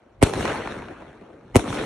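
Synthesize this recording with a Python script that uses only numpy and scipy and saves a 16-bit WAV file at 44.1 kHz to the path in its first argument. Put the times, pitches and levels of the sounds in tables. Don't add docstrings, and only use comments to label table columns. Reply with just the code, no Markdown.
import sys
import numpy as np
from scipy import signal
from scipy.fft import rfft, irfft, next_fast_len
from scipy.io import wavfile
from scipy.ndimage import uniform_filter1d

SR = 44100
rng = np.random.default_rng(int(sys.argv[2]) if len(sys.argv) > 2 else 0)


def transcribe(signal):
    frames = np.atleast_2d(signal).T
    limited = np.clip(frames, -1, 1)
    pcm = np.round(limited * 32767).astype(np.int16)
    wavfile.write(sys.argv[1], SR, pcm)


N = 81585
SIZE = next_fast_len(N + 8192)
HZ = np.fft.rfftfreq(SIZE, 1 / SR)

# start_s, blast_db, roll_db, bounce_delay_ms, bounce_left_db, bounce_right_db
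BURSTS = [(-1.3, 0, -6.5, 7.5, -8, -12), (.22597, 0.5, 1, 7.4, -5.5, -14),
          (1.5564, 0.5, -1, 7.95, -2, -10.5)]
# delay_s, bass_db, body_db, middle_db, treble_db
ROLL = [(.004, -54, -54, -16.5, -26), (.02, -42, -22.5, -35.5, -41.5), (.045, -34, -26, -39.5, -41.5),
        (.09, -41, -29, -43, -51.5), (.13, -29.5, -32, -37.5, -48.5), (.19, -34.5, -26, -36.5, -44),
        (.23, -35.5, -27, -31.5, -49), (.3, -34.5, -32, -32, -49.5), (.38, -41.5, -32, -37.5, -58),
        (.5, -43, -38, -39.5, -61.5), (.6, -47, -41, -43.5, -68.5), (.9, -56, -48.5, -54.5, -78.5),
        (1.15, -58.5, -48.5, -61.5, -85), (1.4, -54.5, -59, -60, -80)]
ROLL_BAND_HZ = [90, 400, 1600, 8000]
# frequency_hz, level_db
HEARD_COLOUR = [(30, -14), (53, -0.5), (144, -8), (208, 0.5), (420, -0.5), (808, -6.5), (1510, -9.5),
                (2830, -17.5), (3880, -22.5), (4550, -25), (4800, -50), (5050, -29.5), (5740, -26.5),
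                (7300, -31), (7600, -39), (8000, -29.5), (10500, -34.5), (12000, -46), (12400, -61),
                (15500, -100)]
# frequency_hz, share_0_to_1
KNOCK_SHARE = [(200, .3), (1500, 0.46), (4000, 0.2), (9000, 0.3)]
# frequency_hz, likeness_0_to_1
PORT_LIKENESS = [(60, 1.0), (130, 1.0), (290, 0.99), (640, 0.54), (1410, 1), (3100, 0.3), (6820, 0.36),
                 (15000, 0.26)]
# frequency_hz, left_over_right_db
PORT_BALANCE = [(200, -0.5), (500, 3), (1300, 0), (2400, 1.5), (5000, -0.5)]
# frequency_hz, level_db
AIR_COLOUR = [(18, -53.5), (30, -26), (48, -1), (69, -4), (92, -28.5), (389, -17), (420, -21.5), (532, -18),
              (15500, -77)]
# frequency_hz, level_db
BLAST_COLOUR = [(30, -5.5), (50, 8.5), (70, 8.5), (95, 5.5), (125, -3.5), (170, -2.5), (300, 2), (450, 1.5),
                (700, 0), (1400, -4.5), (1600, -9.5), (2150, 6.5), (2550, 0.5), (2900, 5.5), (3700, -3.5),
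                (5000, 2.5), (7400, 5.5), (8500, 12), (11500, 1), (13500, -6.5), (15500, -27)]
# start_s,
# level_db, left_over_right_db, bass_db, treble_db
ECHOES = [(0.336, -12, -1, -5.5, 5.5), (0.343, -18.5, 2.5, -7, 5), (0.393, -25, -4, -7, -11),
          (0.407, -11.5, 0, -4.5, -2), (0.427, -14.5, 2, -8, -10), (0.453, -10, -1, -16, 1),
          (0.465, -23, 11, -8, -4), (0.477, -11, -2.5, -8.5, -3), (0.494, -20.5, 3, -12, -8),
          (0.503, -14, -2, -7, -7), (0.519, -15.5, -0.5, -7, -8), (0.532, -29, 0.5, -6.5, -4),
          (0.594, -24, -3, -1, -7), (0.673, -13.5, 1.0, -10.5, -9), (0.723, -36, 1.5, -6.5, -4),
          (0.821, -27.5, -1, -6, -6), (0.884, -26, 0.5, -0.5, -12), (0.933, -39, 1.0, -6, -8),
          (1.005, -36, 0.5, -9.5, -12), (1.594, -17, 13.5, -4, 0), (1.677, -20.5, 0.5, 1, -1),
          (1.727, -14.5, 0.5, -9, -1.5), (1.751, -16, 1, -10.5, -4.5), (1.792, -17, 1, -13, -12)]

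ROLL_DB, PATCH_DB = -11, 2.5
KNOCKS_PER_S, KNOCK_SPREAD_DB = 350, 4
AIR_DB = -58
BLAST_DB, BLAST_S, FRONT_HZ = 44.5, 0.0011, 900
BOUNCE_LAG_S, BOUNCE_BRIGHT_DB, BOUNCE_BRIGHT_HZ = .0003, 6, 1500
MONO_HZ = 250
LEAD_S, LEAD_DB, LEAD_HZ = .0075, (-17.5, -12.5), 2500
LEAD_NOISE_S, LEAD_NOISE_DB = 0.0024, -15
RING_HZ, RING_T60_S, RING_DB, RING_RISE_S = 8080, 0.019, -19, .0004
SPIT_DB, SPIT_T60_S, SPIT_HZ = -15, .02, 2570
ECHO_GAIN_DB, SMEAR_DB, SMEAR_T60_S = 26.5, -17, .02
POP_HZ = 3000
RUMBLE_CUT_HZ, EDGE_HZ = 32, 15650
CHIRP_TURNS, CHIRP_HZ, CHIRP_RAD = 1.485, 56, 4.23
TOP_LAG_S, TOP_HZ = 0.0004, 3000
CEILING = 1.16


def amp(db):
    return 10 ** (np.asarray(db) / 20)


def evened(x):
    return x / np.sqrt(np.mean(x ** 2) + 1e-20)


def read(points, hz):
    f, value = np.transpose(points)
    return np.interp(np.log(hz + 1), np.log(f + 1), value)


def likeness(hz):
    return np.clip(read(PORT_LIKENESS, hz), 0, 1)


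def at(s):
    return np.exp(-2j * np.pi * HZ * np.asarray(s)[..., None])


def spread(field_db, knock_share):
    struck = rng.random((2, N)) < KNOCKS_PER_S / SR
    strength_db = KNOCK_SPREAD_DB * np.minimum(rng.exponential(1, (2, N)), 3)
    clicks = struck * amp(strength_db) * rng.choice([-1, 1], (2, N))
    raw = [evened(clicks), rng.standard_normal((2, N))]
    hz, t, (knocks, noise) = signal.stft(raw, SR, nperseg=512, noverlap=384)
    share = np.clip(read(knock_share, hz), 0, 1)[:, None]
    common, opposed = np.sqrt(share) * knocks + np.sqrt(1 - share) * noise
    same = likeness(hz)[:, None]
    mid = np.sqrt((1 + same) / 2) * common
    side = np.sqrt((1 - same) / 2) * opposed
    balance = amp(read(PORT_BALANCE, hz)[:, None] / 2)
    ports = np.array([(mid + side) * balance, (mid - side) / balance])
    ports = ports * amp(field_db(hz, t))
    return signal.istft(ports, SR, nperseg=512, noverlap=384)[1][:, :N]


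def roll_field(hz, t):
    delay_s, *levels = np.transpose(ROLL)
    power = 1e-20
    for s, _, roll_db, *_ in BURSTS:
        bands = np.array([np.interp(t - s, delay_s, band - band[6], left=-200) for band in levels])
        level_db = np.array([read(list(zip(ROLL_BAND_HZ, frame)), hz) for frame in bands.T]).T
        power = power + amp(2 * (level_db + roll_db))
    patches = uniform_filter1d(rng.standard_normal(power.shape), 6, 0)
    patches = evened(uniform_filter1d(patches, 10, 1))
    return 10 * np.log10(power) + read(HEARD_COLOUR, hz)[:, None] + PATCH_DB * patches + ROLL_DB


def roll():
    return spread(roll_field, KNOCK_SHARE)


def air():
    sound = spread(lambda hz, t: read(AIR_COLOUR, hz)[:, None] + 0 * t, [(1, 0.0035), (2, 0.0089)])
    return amp(AIR_DB) * evened(sound)


def pressure_wave():
    u = 2j * np.pi * HZ * BLAST_S
    return u / (1 + u) ** 2 / (1 + 1j * HZ / FRONT_HZ) * amp(BLAST_DB + read(BLAST_COLOUR, HZ))


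def port_ring(t):
    envelope = amp(RING_DB - 60 * t / RING_T60_S) * (1 - np.exp(-t / RING_RISE_S))
    return rfft(np.sin(2 * np.pi * RING_HZ * t) * envelope, SIZE)


def treble_spit(t):
    noise = rng.standard_normal((2, t.size)) * amp(SPIT_DB - 60 * t / SPIT_T60_S)
    return rfft(noise, SIZE) * (HZ / (HZ + SPIT_HZ)) ** 2 * amp(read(BLAST_COLOUR, HZ))


def ground_bounce(arrival_s, left_right_db):
    port_s = arrival_s + np.array([.5, -.5]) * BOUNCE_LAG_S
    bounce = at(port_s) * amp(left_right_db)[:, None]
    shared = at(arrival_s) * amp(np.mean(left_right_db))
    bounce = bounce + (shared - bounce) / (1 + (HZ / MONO_HZ) ** 2)
    return bounce * amp(BOUNCE_BRIGHT_DB * HZ ** 2 / (HZ ** 2 + BOUNCE_BRIGHT_HZ ** 2))


def rough_lead_in(s, t):
    middle_s = t[t.size // 2]
    swell = amp(LEAD_NOISE_DB) * np.exp(-abs(t - middle_s) / LEAD_NOISE_S)
    noise = rng.standard_normal((2, t.size)) * swell
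    roughness = 1 + rfft(noise, SIZE) / at(middle_s) * HZ / (HZ + 300)
    return at(s - LEAD_S) * amp(LEAD_DB)[:, None] * roughness / (1 + 1j * HZ / LEAD_HZ)


def blasts():
    t = np.arange(2048) / SR
    steady_part = pressure_wave() + port_ring(t)
    out = 0
    for s, db, _, delay_ms, *bounce_db in BURSTS[1:]:
        front = steady_part + treble_spit(t)
        arrivals = at(s) + ground_bounce(s + delay_ms / 1000, bounce_db) + rough_lead_in(s, t)
        out = out + amp(db) * arrivals * front
    return irfft(out, SIZE)[:, :N]


def echoes():
    t = np.arange(512) / SR
    same = likeness(HZ)
    out = 0
    for s, db, pan_db, bass_db, treble_db in ECHOES:
        taps = rng.standard_normal((2, t.size)) * amp(SMEAR_DB - 60 * t / SMEAR_T60_S)
        common, opposed = rfft(taps, SIZE)
        smear = np.sqrt((1 + same) / 2) * common + np.sqrt((1 - same) / 2) * opposed * [[1], [-1]]
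        pop = 1 / (1 + (HZ / POP_HZ) ** 2)
        tilt_db = read([(250, bass_db), (1200, 0), (2500, 0), (6000, treble_db)], HZ)
        colour = amp(db + ECHO_GAIN_DB + read(HEARD_COLOUR, HZ) + tilt_db)
        out = out + at(s) * (pop + smear) * colour * amp([[pan_db / 2], [-pan_db / 2]])
    return irfft(out, SIZE)[:, :N]


def scene():
    return roll() + air() + blasts() + echoes()


def record(dry):
    lag = np.exp(-1j * (2 * np.pi * CHIRP_TURNS * np.log(1 + HZ / CHIRP_HZ) + CHIRP_RAD))
    lag = lag * np.exp(-2j * np.pi * TOP_LAG_S * (HZ - TOP_HZ * np.arctan(HZ / TOP_HZ)))
    rumble_cut = HZ ** 6 / (HZ ** 6 + RUMBLE_CUT_HZ ** 6)
    x = irfft(rfft(dry, SIZE) * lag * rumble_cut, SIZE)[:, :N]
    x = CEILING * np.tanh(x / CEILING)
    band_limit = signal.firwin(511, EDGE_HZ, window=("kaiser", 9), fs=SR)
    return signal.oaconvolve(x, band_limit[None], "same")


dry = scene()
out = record(dry)
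transcribe(out)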